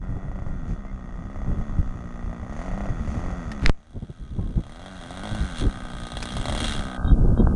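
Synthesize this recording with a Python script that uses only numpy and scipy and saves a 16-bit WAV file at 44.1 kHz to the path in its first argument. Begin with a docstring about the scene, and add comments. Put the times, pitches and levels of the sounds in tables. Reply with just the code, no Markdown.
"""A model plane taxis on an airstrip, at first tail-on and distant, its two-stroke glow engine blipped off idle.
The shaft lags each blip and sinks back; every turn puffs through the muffler and some charges bark.
Wind buffets the microphone throughout. Halfway a scrape grows into a thump on it and the level dips.
The plane then turns side-on, nearer and raspier: gas tears out of the pipe in spits.
Near the end the treble drops out abruptly, two glints of it flicker back, and a heavy gust hits."""
import sys
import numpy as np
from scipy import signal
from scipy.fft import rfft, irfft, next_fast_len
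from scipy.io import wavfile
from scipy.ndimage import uniform_filter1d, map_coordinates

SR = 44100
rng = np.random.default_rng(int(sys.argv[2]) if len(sys.argv) > 2 else 0)


def file_out(sig):
    """Save sig as 16-bit WAV at sys.argv[1]."""
    # one column per channel
    cols = np.atleast_2d(sig).T
    # limit, then scale
    lim = np.clip(cols, -1, 1)
    pcm = np.round(lim * 32767).astype(np.int16)
    wavfile.write(sys.argv[1], SR, pcm)


N = 332989

IDLE_HZ = 58.3  # turns a second at idle
THUMP_S = 3.696  # when the microphone is knocked


def amp(db):
    """Amplitude of a level in dB."""
    return 10 ** (np.asarray(db) / 20)


def unit(x):
    """x scaled to rms 1."""
    return x / np.sqrt(np.mean(x ** 2) + 1e-20)


def curves(rows):
    """One value per sample for each column after the time."""
    s, *cols = np.transpose(rows)
    return [np.interp(np.arange(N) / SR, s, c) for c in cols]


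def bell(s, half):
    """A smooth swell around time s."""
    return np.exp(-.5 * ((np.arange(N) / SR - s) / half) ** 2)


def wobble(rate):
    """A smooth random curve, rate knots a second."""
    knots = rng.standard_normal(int(N * rate / SR) + 4)
    return map_coordinates(knots, [np.arange(N) * rate / SR])


def noise():
    """White noise of rms 1."""
    return rng.standard_normal(N)


def filtered(x, response):
    """x times a complex response of frequency."""
    m = next_fast_len(N + SR // 2)
    return irfft(rfft(x, m) * response(np.fft.rfftfreq(m, 1 / SR)), m)[:N]


def coloured(x, points):
    """x through a causal filter with a spectrum of (f/Hz, level/dB) points on a log axis."""
    f, db = np.transpose(points)

    def response(hz):
        # folding the cepstrum forward in time makes the filter minimum-phase
        cepstrum = irfft(np.log(amp(np.interp(np.log(hz + 1), np.log(f), db))))
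        half = len(cepstrum) // 2
        return np.exp(rfft(np.r_[cepstrum[0], 2 * cepstrum[1:half], np.zeros(half)]))
    return filtered(x, response)


def resonate(x, modes):
    """x through parallel (f/Hz, width/Hz, level/dB) resonances."""
    def response(f):
        return sum(amp(db) * 1j * f * w / (c * c - f * f + 1j * f * w) for c, w, db in modes)
    return filtered(x, response)


def loudness(x, band):
    """Running rms of x inside a band."""
    power = filtered(x, lambda f: (f > band[0]) & (f < band[1])) ** 2
    smooth = uniform_filter1d(uniform_filter1d(power, size=5000), size=5000)
    return np.sqrt(np.abs(smooth) + 1e-20)


def pulses(times, sizes):
    """Impulses placed between samples by a windowed sinc."""
    at = times[:, None] * SR
    taps = np.floor(at).astype(int) + np.arange(-7, 9)
    shape = np.sinc(taps - at) * np.sinc((taps - at) / 8)
    return np.bincount(np.clip(taps, 0, N).ravel(), (sizes[:, None] * shape).ravel(), N + 1)[:N]


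def jets(times, sizes, rise):
    """A burst of gas noise at each time, swelling for rise seconds and then dying."""
    u = np.arange(SR // 20) / SR / rise
    swell = u * np.exp(-u)
    return signal.fftconvolve(pulses(times, sizes), swell / np.linalg.norm(swell))[:N] * noise()


def engine():
    """Soft ringing puffs, hard barks, the muffler's hum, gas rasp and piston clatter, all tied to the shaft."""
    # the plane's heading: t/s, turn (0 tail-on .. 1 side-on)
    heading = [(3.7, 0.012), (3.9, 0.54), (4.8, 0.6), (6.4, 0.73)]
    speed = shaft_speed()
    exhaust_db, rasp_db = engine_levels(speed)
    side = np.clip(curves(heading)[0], 0, 1)
    times, burn = firings(speed, climb=440, pull=220)
    facing = side[(times * SR).astype(int)]
    pipe = exhaust(times, burn, speed, facing, side)
    tones = amp(exhaust_db) * drone(times, speed)
    return amp(exhaust_db) * pipe + tones + amp(rasp_db - 2.5 + 4.4 * side) * rasp(times, burn, side)


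def exhaust(times, burn, speed, facing, side):
    """Puffs and rushing gas through the muffler, barks straight out of the pipe, and the cavity's boom."""
    # the muffler heard from behind: f/Hz, level/dB
    tail_pipe = [(120, -1.5), (300, -9), (480, -6.5), (680, -15), (950, -11), (1130, -7), (1570, -7.5),
                 (1720, -26.5), (1870, -3.5), (2030, -16.5), (2260, -30.5), (2600, -24), (3000, -47.5),
                 (3400, -14.5), (3900, -42), (9000, -53.5)]
    # the muffler heard from the side: f/Hz, level/dB
    side_pipe = [(120, -20), (300, 3.5), (450, -20.5), (780, 1.5), (980, -13), (1240, -2.5), (1380, -6),
                 (1550, 7), (1780, -14.5), (1900, -26), (2200, -10.5), (3300, -43.5)]
    # a hard burn bursting straight out of the pipe: f/Hz, level/dB
    bark_colour = [(120, 0.5), (280, 9), (430, 1), (580, 12.5), (740, 12), (920, 2.5), (1400, 4),
                   (1700, -12.5), (1950, 3), (2260, -15.5), (2600, -14.5), (4000, -40.5), (9000, -39)]
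    # hot gas raises the notes: share of pitch at twice idle speed; turns to heat up or cool
    heat_rise, heat_turns = 0.23, 1.5
    over_idle = speed[(times * SR).astype(int)] / IDLE_HZ - 1
    heat = signal.lfilter([1 / heat_turns], [1, 1 / heat_turns - 1], over_idle)
    pitch = 1 + heat_rise * heat + .015 * rng.standard_normal(len(times))
    # the muffler rings most freely on the turns that burn least
    puff = amp(rng.standard_normal(len(times)) - 2.4 * burn)
    # a little gas rushes after each puff, coloured as from behind the pipe
    gas = jets(times, .36 * puff + .2 * burn, rise=.004)
    from_behind = muffler(puffs(times, puff * (1 - facing), pitch) + gas, tail_pipe, lag=.001)
    from_side = muffler(puffs(times, puff * facing, pitch), side_pipe, lag=.001)
    blast = pulses(times, burn) + jets(times, .22 + .3 * burn, rise=.004)
    bursts = -(from_behind + from_side) - coloured(0.78 * blast, bark_colour)
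    # the muffler's cavity booms through two low resonances in series
    boom = resonate(pulses(times, puff + .5 * burn), [(219, 61, 0.017)])
    boom = resonate(boom, [(189.0, 74.5, 0.017)])
    return (bursts + amp(19.5 - 5.4 * side) * boom) / loudness(bursts, (1100, 1700))


def rasp(times, burn, side):
    """Gas and piston noise just before each puff: clatter from behind, tearing spits from the side."""
    # piston clatter: f/Hz, relative level/dB per Hz
    clatter_colour = [(2000, 6), (4000, -8), (4600, -4), (5250, -8), (6400, 1.5), (7800, -12),
                      (10000, -12.5), (11200, -32)]
    # gas tearing out of the pipe: f/Hz, relative level/dB per Hz
    tearing_colour = [(1200, -12), (2200, -7.5), (2520, -22.5), (2830, -2.5), (2980, -14.5), (3270, 3.5),
                      (3600, -4), (3780, -1.5), (3950, -4.5), (4280, -8), (4550, -15.5), (5900, -15),
                      (6900, -20), (8700, -11.5), (11500, -23)]
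    # gas hisses through the opening port 0.91 ms before the puff
    opening = times - 0.00091
    # from behind, the piston is heard knocking at both ends of its stroke
    clatter = jets(opening, 0.76 + .5 * burn, rise=0.0013)
    clatter = clatter + jets(opening + 0.0051, 0.5 + burn, rise=0.0029) + 0.022 * noise()
    # from the side, gas tears out of the pipe in spits, and a hard burn cracks
    crack = pulses(times, 0.42 * burn ** 2)
    tearing = flaps(opening, 0.95 + 2.5 * burn) - crack + 0.026 * noise()
    mix = (1 - side) * unit(coloured(clatter, clatter_colour))
    mix = mix + side * unit(coloured(tearing, tearing_colour))
    return mix / loudness(mix, (3000, 10000))


def shaft_speed():
    """Turns a second: the shaft spools up after each opening of the throttle and sinks back to idle."""
    # throttle blips: opens t/s, closes t/s, gain if held (turns/s)
    blips = [(-0.546, 0.503, 36.6), (1.127, 1.597, 18), (2.411, 2.805, 49.3), (3.038, 3.268, 59.5),
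             (3.651, 4.053, 38.5), (4.562, 4.863, 54.2), (4.992, 5.327, 64.005), (6.24, 6.602, 24.9),
             (7.067, 7.612, 12.9)]
    spool_up_s, spool_down_s = .133, .114  # the shaft's lag behind the throttle

    def follow(start, lag):
        u = np.maximum(np.arange(N) / SR - start, 0) / lag
        return 1 - (1 + u) * np.exp(-u)
    return IDLE_HZ + sum(gain * (follow(opens, spool_up_s) - follow(closes, spool_down_s))
                         for opens, closes, gain in blips)


def firings(speed, climb, pull):
    """Time of each turn and how hard its charge burns: unburnt mixture builds up for two or three turns."""
    # the hardest firings: t/s, burn strength
    bark_rows = [(.167, 0.77), (0.283, 0.75), (.316, 1.2), (.358, 1.2), (.389, 1.4), (.421, 1.2),
                 (.464, 1.2), (.851, 0.77), (1.359, 0.92), (2.329, 0.56), (2.496, 0.65), (2.565, 0.83),
                 (2.59, 0.86), (2.617, 1.1), (2.638, 0.58), (2.66, .9), (2.682, 1.1), (2.714, 1),
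                 (2.736, 0.85), (2.777, 1.4), (2.806, 1.56), (2.837, 0.73), (2.857, 1.2), (2.888, 0.93),
                 (3.143, 0.81), (3.239, 0.83), (3.262, 0.87), (3.305, 0.97), (4.861, 1.2), (5.107, 0.92),
                 (5.173, 0.94), (5.236, 1.3), (5.256, 1.2), (5.271, 1.1), (5.293, 0.75), (5.349, 0.77),
                 (6.069, 0.65), (6.12, 0.7), (6.17, 1.04), (6.256, 0.63), (6.368, 0.94), (6.457, 1.2),
                 (6.483, .9), (6.498, 1.1), (6.523, .9), (6.551, 0.79), (6.577, 0.56), (6.604, 0.73),
                 (6.643, 0.69)]
    t = np.arange(N) / SR
    bark_s, bark_burn = np.transpose(bark_rows)
    turns = np.cumsum(speed) / SR
    # the turns are shifted so that barks fall on whole turns of the shaft
    slip = np.interp(t, bark_s, np.unwrap(np.interp(bark_s, t, turns) % 1, period=1))
    turns = turns - uniform_filter1d(slip, size=3000)
    times = np.interp(np.arange(1, int(turns[-1])), turns, t)
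    rate = np.interp(times, t, speed)
    # the load grows with the shaft's acceleration and speed
    load = np.clip(.3 + np.gradient(rate, times) / climb + (rate - rate.min()) / pull, .05, .75)
    chance = rng.standard_normal((len(times), 2))
    lit = np.isin(np.arange(len(times)), np.cumsum(2 + (chance[:, 0] > .5)))
    burn = load * np.where(lit, 1, .3) * amp(2 * chance[:, 1])
    # weak turns flank the barks
    barks = np.searchsorted(times, bark_s - .005)
    burn[barks - 1] = burn[barks + 1] = 0.12
    burn[barks] = bark_burn
    # the shaft turns a little unevenly
    return times + .00005 * rng.standard_normal(len(times)), burn


def engine_levels(speed):
    """Exhaust and rasp in dB: both grow as the plane nears and with the shaft's speed."""
    # at idle, as the plane rolls nearer and turns: t/s, exhaust level/dB, rasp level/dB before the heading's trim
    approach = [(0, -58, -73.5), (1.4, -52.5, -65.5), (3.7, -49, -59.5), (5.3, -43, -48),
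                (5.85, -44.5, -52), (6.2, -45, -42.5), (6.6, -43, -42.5), (6.9, -41.5, -50),
                (7.55, -41, -54.5)]
    # the rasp flares up: t/s, level/dB, half length/s
    flares = [(.71, 8, 0.028), (2.6, 5, 0.061), (3.125, 5.5, 0.057), (5.6, 11, 0.027), (6.686, 8.5, 0.079)]
    exhaust_db, rasp_db = curves(approach)
    octaves, dip = np.log2(speed / IDLE_HZ), dip_db()
    flares_db = sum(db * bell(s, half) for s, db, half in flares)
    # a faster shaft is louder: dB per octave of speed; the rasp takes only a share of each dip
    return exhaust_db + 4.5 * octaves - dip, rasp_db + 6 * octaves + flares_db - 0.59 * dip


def dip_db():
    """How far the level has dipped after the thump and the heaviest gust: a sudden drop, a slow recovery."""
    # t/s, depth/dB, recovery/s
    dips = [(3.702, 22, 0.91), (7.12, 11.5, 0.39)]
    attack_s = .005
    t = np.arange(N) / SR
    return sum(db * np.clip((t - s) / attack_s, 0, 1) * bell(s, recovery) for s, db, recovery in dips)


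def puffs(times, sizes, pitch):
    """A pulse at every turn and the ring of the gas behind it, higher when the gas is hot."""
    # the gas in the muffler at idle: f/Hz, width/Hz, level/dB
    gas_notes = [(1235, 100, 2), (1720, 43, -8)]
    at = times[:, None] * SR
    taps = np.ceil(at).astype(int) + np.arange(SR // 40)
    t = (taps - at) / SR
    ring = 0
    for hz, width, db in gas_notes:
        decay = 2 * np.pi * width / SR * np.exp(-np.pi * width * t)
        ring = ring + amp(db) * decay * np.cos(2 * np.pi * hz * pitch[:, None] * t)
    rings = np.bincount(np.clip(taps, 0, N).ravel(), (sizes[:, None] * ring).ravel(), N + 1)[:N]
    return pulses(times, sizes) + rings


def muffler(x, colour, lag):
    """The muffler's colour and ring; the port opens gradually, so the highs come up to lag seconds later."""
    # the ring: f/Hz, width/Hz, level/dB
    pipe_ring = [(1247.7, 23.4, 1)]

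    def delay(f):
        # the delay grows up to 2 kHz, then stays at lag
        return np.exp(-2j * np.pi * lag * np.cumsum(np.minimum(f / 2000, 1)) * f[1])
    late = filtered(x, delay)
    return coloured(late + resonate(late, pipe_ring), colour)


def flaps(times, sizes, count=4):
    """A crisp spit of gas at each time, then weaker ones as the muffler's cavity surges."""
    period_s, shrink = 0.00405, 0.52  # between surges; size of each surge over the one before
    k = np.arange(count)[:, None]
    return jets((times + k * period_s).ravel(), (sizes * shrink ** k).ravel(), rise=.0007)


def drone(times, speed):
    """Smooth low tones under the exhaust: one cycle a turn from the shaft, two from the propeller's blades."""
    angle = 2 * np.pi * np.interp(np.arange(N) / SR, times, np.arange(len(times)))
    # dB over the exhaust level: the shaft tone grows per octave of speed, the blade tone keeps step
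    shaft_db = -7.5 + 16.5 * np.log2(speed / IDLE_HZ)
    return amp(shaft_db) * np.sin(angle) + amp(-4.5) * np.cos(2 * angle)


def knocks():
    """Short damped clicks, knocks and wind pops, and a dull thump on the microphone."""
    # t/s, level/dB before the lowpass, ring f/Hz, t60/s, noise share
    hits = [(3.517, -24, 1840, 0.047, 0.6), (3.6611, 1, 2070, 0.0037, 0.1), (3.6617, 1, 4640, 0.0021, 0.11),
            (3.6957, -2, 112, 0.0097, 0.12), (6.226, -16, 5050, 0.045, 0.8),
            (7.3759, -12.5, 280, 0.011, 0.12), (7.472, -7.5, 680, 0.0042, 0.072)]
    out, t = np.zeros(N + SR), np.arange(SR // 10) / SR
    for s, db, hz, t60, share in hits:
        ring = np.cos(2 * np.pi * hz * t) * (1 - share) + share * rng.standard_normal(len(t))
        out[round(s * SR):][:len(t)] += amp(db - 60 * t / t60) * ring
    return filtered(out[:N], lambda f: 1 / (1 + 1j * f / 5000) ** 2)


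def scuff(count=40):
    """Something scrapes the microphone in tiny slips that grow until the thump."""
    lead, size = rng.random((2, count))
    ticks = pulses(THUMP_S - .1 * lead, amp(-12 * lead - 14 * size))
    return filtered(ticks, lambda f: 1 / (1 + 1j * f / 2300) ** 2)


def suction():
    """Pressure builds on the microphone just before the thump and sags deeply after it."""
    fall_s, recovery_s = .002, .02
    u = np.maximum(np.arange(N) / SR - THUMP_S, 0)
    push = bell(THUMP_S - .016, .009)
    return amp(-8.5) * (push - (1 - np.exp(-u / fall_s)) * np.exp(-u / recovery_s))


def whistles():
    """Brief, faint thin tones that glide beside the engine."""
    # t/s, half length/s, f/Hz, glide/(Hz per s), level/dB
    glides = [(0.89, 0.017, 2085, 1800, -53), (4.219, .09, 1265, -330, -62),
              (4.418, 0.038, 1080, -450, -55)]
    t = np.arange(N) / SR
    return sum(amp(db) * bell(s, half) * np.sin(2 * np.pi * (hz + glide * (t - s) / 2) * (t - s))
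               for s, half, hz, glide, db in glides)


def wind():
    """A lumpy rumble that swells with each gust, and smaller, brighter eddies in the gust's core."""
    # the wind between gusts: t/s, level/dB before the dips
    breeze_rows = [(0, -30), (2.1, -37.5), (7.55, -36)]
    # gusts on the microphone: t/s, half length/s, rumble level/dB, eddies level/dB
    gusts = [(0.181, 0.015, -31.5, -35), (0.694, 0.048, -34, -35), (1.516, 0.054, -24.5, -27.5),
             (1.796, 0.072, -23.5, -56), (2.258, 0.027, -30.5, -50.5), (3.003, 0.29, -30.5, -40.5),
             (3.653, 0.025, -23, -27.5), (3.963, 0.023, -37.5, -35), (4.035, 0.018, -37, -34.5),
             (4.101, 0.0099, -32, -34), (4.226, 0.033, -41.5, -48.5), (4.395, 0.0073, -28, -20.5),
             (4.464, 0.11, -29, -34), (4.589, 0.02, -24, -25.5), (5.327, 0.014, -24, -37),
             (5.426, 0.019, -22, -45), (5.648, 0.032, -19.5, -20), (6.554, 0.21, -33.5, -31.5),
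             (7.073, 0.022, -19, -36.5), (7.125, 0.013, -7.5, -15), (7.245, 0.092, -17, -19),
             (7.41, 0.031, -27, -16.5), (7.524, 0.085, -20, -22)]
    # f/Hz, relative level/dB per Hz
    rumble_colour = [(8, -21.5), (22, 1), (50, -4.5), (100, -11), (170, -16), (300, -27.5), (2000, -73)]
    # f/Hz, relative level/dB per Hz
    eddy_colour = [(40, -1.5), (110, 1), (230, -1), (400, -12.5), (800, -24.5), (4000, -76)]
    core_share = 0.71  # the eddies fill only the core of a gust: share of its length
    overload = 0.5  # the microphone overloads gently at this wind pressure
    breeze = amp(curves(breeze_rows)[0] - 0.83 * dip_db())  # takes only a share of each dip
    rumble = coloured(noise(), rumble_colour) * amp(4.9 * wobble(30))
    rumble = rumble / loudness(rumble, (25, 160))
    swells = sum(amp(db) * bell(s, half) for s, half, db, _ in gusts)
    cores = sum(amp(db) * bell(s, core_share * half) for s, half, _, db in gusts)
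    eddies = unit(coloured(noise() * amp(3 * wobble(90)), eddy_colour))
    pressure = (breeze + swells) * rumble + cores * eddies
    return overload * np.tanh(pressure / overload)


def scene():
    """The plane, the wind and the handling of the microphone together, in one channel."""
    return (engine() + wind() + whistles() + scuff() + knocks() + suction())[None]


def record(dry):
    """The treble drops out near the end, leaving thin hiss and two glints; the band ends steeply."""
    # narrow treble bands flicker back: t/s, half length/s
    glint_times = [(7.091, 0.024), (7.401, 0.012)]
    # the bands, passed twice: f/Hz, width/Hz, level/dB per pass
    glint_bands = [(3227, 71, 7), (3710, 106, 7)]
    treble_gone_s, top_hz = 6.973, 12100
    dull = filtered(dry[0], lambda f: 1 / np.sqrt(1 + (f / 1630) ** 50))
    treble = resonate(resonate(dry[0] - dull, glint_bands), glint_bands)
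    glints = sum(bell(s, half) for s, half in glint_times) * treble
    gone = np.clip((np.arange(N) / SR - treble_gone_s) / 0.0022, 0, 1)
    sound = (1 - gone) * dry[0] + gone * (dull + glints + amp(-60.0) * noise())
    return filtered(sound, lambda f: (f < top_hz) / np.sqrt(1 + (f / 10400) ** 32))[None]


dry = scene()
out = record(dry)
file_out(out)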